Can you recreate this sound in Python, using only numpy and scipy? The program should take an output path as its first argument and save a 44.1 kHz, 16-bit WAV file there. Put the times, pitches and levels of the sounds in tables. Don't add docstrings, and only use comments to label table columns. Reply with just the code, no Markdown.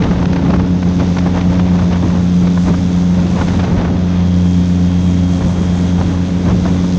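import sys
import numpy as np
from scipy import signal
from scipy.fft import rfft, irfft, next_fast_len
from scipy.io import wavfile
from scipy.ndimage import uniform_filter1d, minimum_filter1d

SR = 44100
rng = np.random.default_rng(int(sys.argv[2]) if len(sys.argv) > 2 else 0)


def digitize_waveform(pressure):
    field = np.atleast_2d(pressure).T
    bounded = np.clip(field, -1, 1)
    quanta = np.round(bounded * 32767).astype(np.int16)
    wavfile.write(sys.argv[1], SR, quanta)


N = 307818
TIME = np.arange(N) / SR

# start_s, blade_passes_hz
BLADE_RATE = [(0, 88.54), (0.5, 89), (0.9, 88.88), (1.2, 88.5), (1.55, 89.23), (1.9, 88.4), (2.25, 88.47),
              (2.7, 88.53), (3.15, 88.63), (3.55, 88.48), (4.2, 88.75), (4.65, 88.38), (5.2, 88.5),
              (5.55, 88.26), (6, 88.83), (6.5, 88.98), (6.9, 89.1)]
# start_s, strength_db, brightness_db
HEAD_WIND = [(0, -22, -0.5), (.6, -20.5, 0), (.7, -28.5, -2), (.85, -24.5, -1.5), (1.5, -26, 1),
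             (2.15, -25, 3), (2.28, -31, -3.5), (2.95, -30, -0.5), (3.3, -25, 1), (3.6, -24.5, 2.3),
             (3.95, -23, .5), (4.05, -37, 6), (4.85, -35, 1.5), (5.35, -30.5, 2.5), (6.33, -35, 3),
             (6.52, -22.5, -4.5), (6.98, -25.5, -4.5)]
CYCLES_PER_BLADE = .38185


def undb(db):
    return 10 ** (np.asarray(db) / 20)


def unit(x):
    return x / np.std(x)


def curves(table):
    s, *columns = np.transpose(table)
    return [np.interp(TIME, s, column) for column in columns]


def walk(rate):
    hold = max(int(SR / rate), 2)
    steps = np.repeat(rng.standard_normal(N // hold + 2), hold)
    smooth = uniform_filter1d(uniform_filter1d(steps, hold), hold)
    return unit(smooth[:N])


def noise(colour):
    hz, db = np.transpose(colour)
    size = next_fast_len(N)
    f = np.maximum(np.fft.rfftfreq(size, 1 / SR), 1)
    gain = undb(np.interp(np.log(f), np.log(hz), db))
    gain *= np.minimum(f / hz[0], 1) ** 2 * np.minimum(hz[-1] / f, 1) ** 8
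    shaped = irfft(rfft(rng.standard_normal(size)) * gain, size)
    return unit(shaped[:N])


def split(x, hz, order=2):
    low = signal.sosfiltfilt(signal.butter(order, hz, fs=SR, output="sos"), x)
    return low, x - low


def eddies(rate, depth_db):
    gain = undb(depth_db * np.tanh(.7 * walk(rate)))
    return gain / np.sqrt(np.mean(gain ** 2))


def tone(phase, waver_db, smear):
    flutter = undb(waver_db * walk(11))
    return -np.sqrt(2) * flutter * np.cos(phase + smear * walk(13))


def airflow():
    # peak_s, length_s (standard deviation), strength_db,
    # brightness_db and rumble_db (small and large eddies relative to the strength)
    gust_rows = [(.15, 0.053, -26, -15, 0), (0.58, 0.048, -21.5, -7, 2), (1.009, 0.023, -17.5, -2, 0),
                 (1.268, 0.013, -19, 0, -1), (1.365, 0.024, -23, 6.5, 1), (1.814, 0.025, -25.5, 1, 4),
                 (1.95, 0.028, -24.5, 3, 2), (2.048, 0.039, -20, -6, -3), (2.437, .02, -22, 0.5, 2),
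                 (2.686, 0.033, -19.5, -1.5, -1), (3.41, .03, -21.5, -1, 4), (3.785, .03, -21, -0.5, 5.5),
                 (3.847, 0.021, -25, 5.5, 5), (4.609, 0.023, -25.5, -3.5, 3), (5.445, .03, -19.5, -7, 2),
                 (5.61, 0.024, -25.5, -3, 4), (6.003, 0.02, -18, -1.5, -3), (6.122, .045, -22, -3, -11),
                 (6.5, 0.033, -17.5, -5.5, -6), (6.665, .02, -22, 0.5, -2)]
    unsteady_rate, unsteady_db = 18, 2.1
    wind_db, wind_bright_db = curves(HEAD_WIND)
    wind = undb(wind_db + unsteady_db * np.tanh(walk(unsteady_rate)))
    large, middling, small = wind, wind, wind * undb(wind_bright_db)
    for s, length, db, bright_db, rumble_db in gust_rows:
        swell = undb(db) * np.exp(-.5 * ((TIME - s) / length) ** 2)
        large = np.hypot(large, swell * undb(rumble_db))
        middling = np.hypot(middling, swell)
        small = np.hypot(small, swell * undb(bright_db))
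    return large, middling, small


def gusts():
    rumble_db, buffet_db, flutter_db = -1, 4, -6
    large, middling, small = airflow()

    rumble = noise([(22, -19), (35, -7.0), (58, -0.5), (80, 2), (120, -16), (200, -38.5)])
    rumble = rumble * eddies(rate=16, depth_db=2.5)

    buffet = noise([(60, -26.0), (110, 3.5), (220, 1), (330, -5.5), (450, -13.5), (700, -29.5)])
    buffet = buffet * eddies(rate=25, depth_db=2.5)

    flutter = noise([(200, -10.5), (480, 2), (900, 0.0), (1400, -9.0), (2200, -14.5), (4000, -25.0),
                     (6300, -28.5)])
    ragged = eddies(rate=150, depth_db=6.0)
    tearing = (middling / undb(-23)) ** 0.15
    flutter = small * tearing * ragged * flutter

    return undb(rumble_db) * large * rumble + undb(buffet_db) * middling * buffet + undb(flutter_db) * flutter


def small_slaps():
    per_s, offset_db, scatter_db = 10, -3, 1.5
    wind_db, bright_db = curves(HEAD_WIND)
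    count = int(per_s * N / SR)
    when, size = rng.random((count, 2)).T
    at = ((np.arange(count) + when) / count * (N - 1)).astype(int)
    db = wind_db[at] + bright_db[at] + offset_db + scatter_db * (2 * size - 1)
    return [(s, d, .005, -13) for s, d in zip(TIME[at], db)]


def slaps():
    # peak_s, strength_db, length_s, crackle_db (relative to the strength)
    hard_slaps = [(.024, -20.5, 0.0045, -3.5), (0.042, -23.5, 0.0073, -2.5), (0.112, -21.5, 0.0069, -12),
                  (0.228, -20, 0.0046, -12), (.257, -21.5, 0.0023, -0.5), (.333, -16, 0.0043, -9),
                  (0.365, -24.5, 0.0082, -6), (0.506, -17, 0.0049, -10), (.539, -15.5, 0.0044, -13),
                  (0.598, -23, 0.007, -13), (.83, -21.5, 0.0061, -10), (1.004, -24, .012, -8),
                  (1.17, -17, .005, -12), (1.187, -18, .005, -5), (1.412, -24, 0.0054, -1.5),
                  (1.598, -19.5, 0.0084, -11), (1.792, -21.5, .008, -11), (1.93, -24.5, .009, -4),
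                  (2.474, -19, 0.0062, -11), (2.577, -16.5, 0.006, -20), (2.683, -20.5, .01, -20),
                  (2.742, -21, 0.01, -20), (3.415, -16.5, .0076, -14), (3.484, -20, .008, -7),
                  (3.508, -20.5, .009, -16), (3.602, -23.5, 0.012, -6.5), (3.64, -19, 0.014, -11.5),
                  (3.784, -24, 0.015, -10), (3.851, -24, 0.013, -12), (6.014, -17, .005, -17),
                  (6.657, -19, 0.0095, -30)]
    attack_share = .7
    thud = noise([(90, -10.0), (300, 4), (900, -4), (1500, -7.5), (2500, -33.5), (5000, -42.5)])
    fizz = noise([(800, -7), (2000, 2.5), (3500, -5.5), (6000, -11.5), (7500, -35.0)])
    force, crackle = np.zeros(N), np.zeros(N)
    for s, db, length, crackle_db in [*hard_slaps, *small_slaps()]:
        near = slice(max(int((s - 2 * length) * SR), 0), int((s + 3 * length) * SR))
        age = (TIME[near] - s) / length
        swell = undb(db) * np.exp(-(age / np.where(age < 0, attack_share, 1)) ** 2)
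        force[near] += swell
        crackle[near] += swell * undb(crackle_db)
    return undb(0.5) * force * thud + undb(0.4) * crackle * fizz


def rush(blade):
    # (the spray above 7 kHz, on top of the level)
    rush_levels = [(0, -3, -3.5), (.7, -4, -4), (1.05, 1.5, -4), (1.3, -1.5, -4), (1.9, -0.5, -3),
                   (2.7, 0.5, 2.5), (3.1, -0.1, 0.5), (3.45, 1.5, 1), (3.9, -4.5, -1.5), (4.15, -1, -3.5),
                   (4.5, -0.4, 1.5), (5.05, -1, 4.5), (5.45, -1, 6.5), (5.9, 0, 3.5), (6.25, -2, 2.5),
                   (6.6, .7, 0.5), (6.98, 1, 2)]
    # hz, level_db
    rush_colour = [(30, -7), (120, 0), (210, 2.5), (330, -4.5), (500, -10.5), (900, -17), (1400, -22.5),
                   (2200, -22.5), (3000, -24.5), (3500, -20.5), (4300, -26), (5400, -26), (6300, -24.5),
                   (7000, -32), (8000, -42), (10000, -56.5)]
    level_db, treble_db = curves(rush_levels)
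    roar, hiss = split(noise(rush_colour), hz=3320)
    hiss, top = split(hiss, hz=7000, order=4)

    blade_pulse = np.exp(5.8 * (np.cos(blade) - 1))
    swish = 1 + blade_pulse * eddies(rate=90, depth_db=9.5)
    swish = swish / np.sqrt(np.mean(swish ** 2))

    spray = top * undb(treble_db) * eddies(rate=24, depth_db=3)
    roar = undb(-25.0) * roar * eddies(rate=14, depth_db=2.5)
    return roar + undb(level_db - 24.5) * (hiss * swish + spray)


def growl(cycle):
    # hz, line_level_db
    growl_colour = [(100, -42), (340, -44), (500, -52), (900, -53), (1150, -57.5), (1400, -59), (2000, -64),
                    (3000, -71.5)]
    size = 2048
    order = np.arange(1, 90)
    hz, db = np.transpose(growl_colour)
    line_hz = order * CYCLES_PER_BLADE * BLADE_RATE[0][1]
    random_phase = np.exp(2j * np.pi * rng.random(len(order)))
    lines = undb(np.interp(np.log(line_hz), np.log(hz), db)) * random_phase
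    rattle = irfft(np.r_[0, lines], size) * size / np.sqrt(2)
    repeated = np.interp(cycle / (2 * np.pi), np.arange(size) / size, rattle, period=1)
    return repeated * undb(1.6 * walk(9))


def engine(cycle, firing_db):
    # multiple of the engine cycle, relative_db
    exhaust_lines = [(3, -19), (4, -14), (5, 2.5), (6, -2.5), (7, -18), (8, 1.5), (9, -19), (10, -28),
                     (11, -25.5), (12, -25), (14, -29.5), (15, -27.5), (16, -11), (17, -26), (19, -19.5),
                     (20, -29), (22, -27), (24, -22.5), (26, -30.5), (27, -18.5), (30, -31), (34, -34.5),
                     (38, -26.5), (40, -25.5), (43, -30), (48, -37.5), (53, -32.5), (56, -40), (60, -43)]
    # start_s, level_db
    whine_levels = [(0, -62.5), (2, -56), (2.3, -52), (2.8, -56), (3.6, -55.5), (4, -54), (4.35, -45),
                    (4.7, -48.5), (5.1, -42), (5.5, -48), (6, -45.5), (6.4, -52), (6.98, -50)]
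    firings, whine_order = 8, 96
    exhaust = 0
    for k, db in exhaust_lines:
        if k == firings:
            line = undb(db + firing_db + 0.64) * tone(k * cycle, waver_db=1.4, smear=0.11)
        else:
            line = undb(db - 30) * tone(k * cycle, waver_db=2.5, smear=.22)
        exhaust = exhaust + line

    whine_db = curves(whine_levels)[0]
    whine = undb(whine_db) * tone(whine_order * cycle, waver_db=1.5, smear=.4)
    growl_gain = undb(.25 * (whine_db + 53))
    return exhaust + whine + growl_gain * growl(cycle)


def propeller(blade, first_db, octave_db):
    # multiple, relative_db
    overtone_rows = [(3, -35), (4, -34), (5, -22.5), (6, -35.5), (7, -33.5), (8, -43.5), (9, -41),
                     (10, -44), (11, -46.5), (12, -51)]
    first = undb(first_db + 0.6) * tone(blade, waver_db=0.84, smear=0.039)
    octave = undb(octave_db + 1.5) * tone(2 * blade, waver_db=0.3, smear=0.093)
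    overtones = sum(undb(db) * tone(k * blade, waver_db=1.4, smear=0.13) for k, db in overtone_rows)
    return first + octave + undb(-16.0) * overtones


def scene():
    # start_s, blade_pass_db, octave_db, firing_db
    drone_levels = [(0, -20, -19, -22), (.15, -25, -19, -30), (.62, -21.5, -16.5, -22.5),
                    (.87, -19, -16, -26), (1.35, -19, -17, -26), (1.72, -20, -13, -28),
                    (2.07, -20, -16, -29.5), (2.45, -20.5, -11, -26.5), (2.8, -19.5, -17, -25.5),
                    (3.08, -21.5, -12, -29), (3.42, -19, -17.5, -33), (3.9, -20.5, -18.5, -30.5),
                    (4.35, -17, -13, -28), (5.3, -16.5, -15.5, -23), (5.56, -19.5, -19, -34.5),
                    (5.92, -18, -14.5, -26), (6.1, -19.5, -18.5, -28.5), (6.98, -21, -16, -25)]
    blade = 2 * np.pi * np.cumsum(curves(BLADE_RATE)[0]) / SR
    first_db, octave_db, firing_db = curves(drone_levels)
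    boat = propeller(blade, first_db, octave_db) + engine(CYCLES_PER_BLADE * blade, firing_db) + rush(blade)
    return (boat + gusts() + slaps())[None]


def record(dry):
    window = 500
    peak = -minimum_filter1d(-np.abs(dry), window)
    gain = (1 + (peak / undb(-1.8)) ** 6) ** (-1 / 6)
    gain = uniform_filter1d(gain, window)
    fade = np.minimum(TIME / .003, 1)
    top_cut = signal.ellip(8, .2, 70, 12000, fs=SR, output="sos")
    return signal.sosfilt(top_cut, dry * gain * fade * undb(0.3))


dry = scene()
out = record(dry)
digitize_waveform(out)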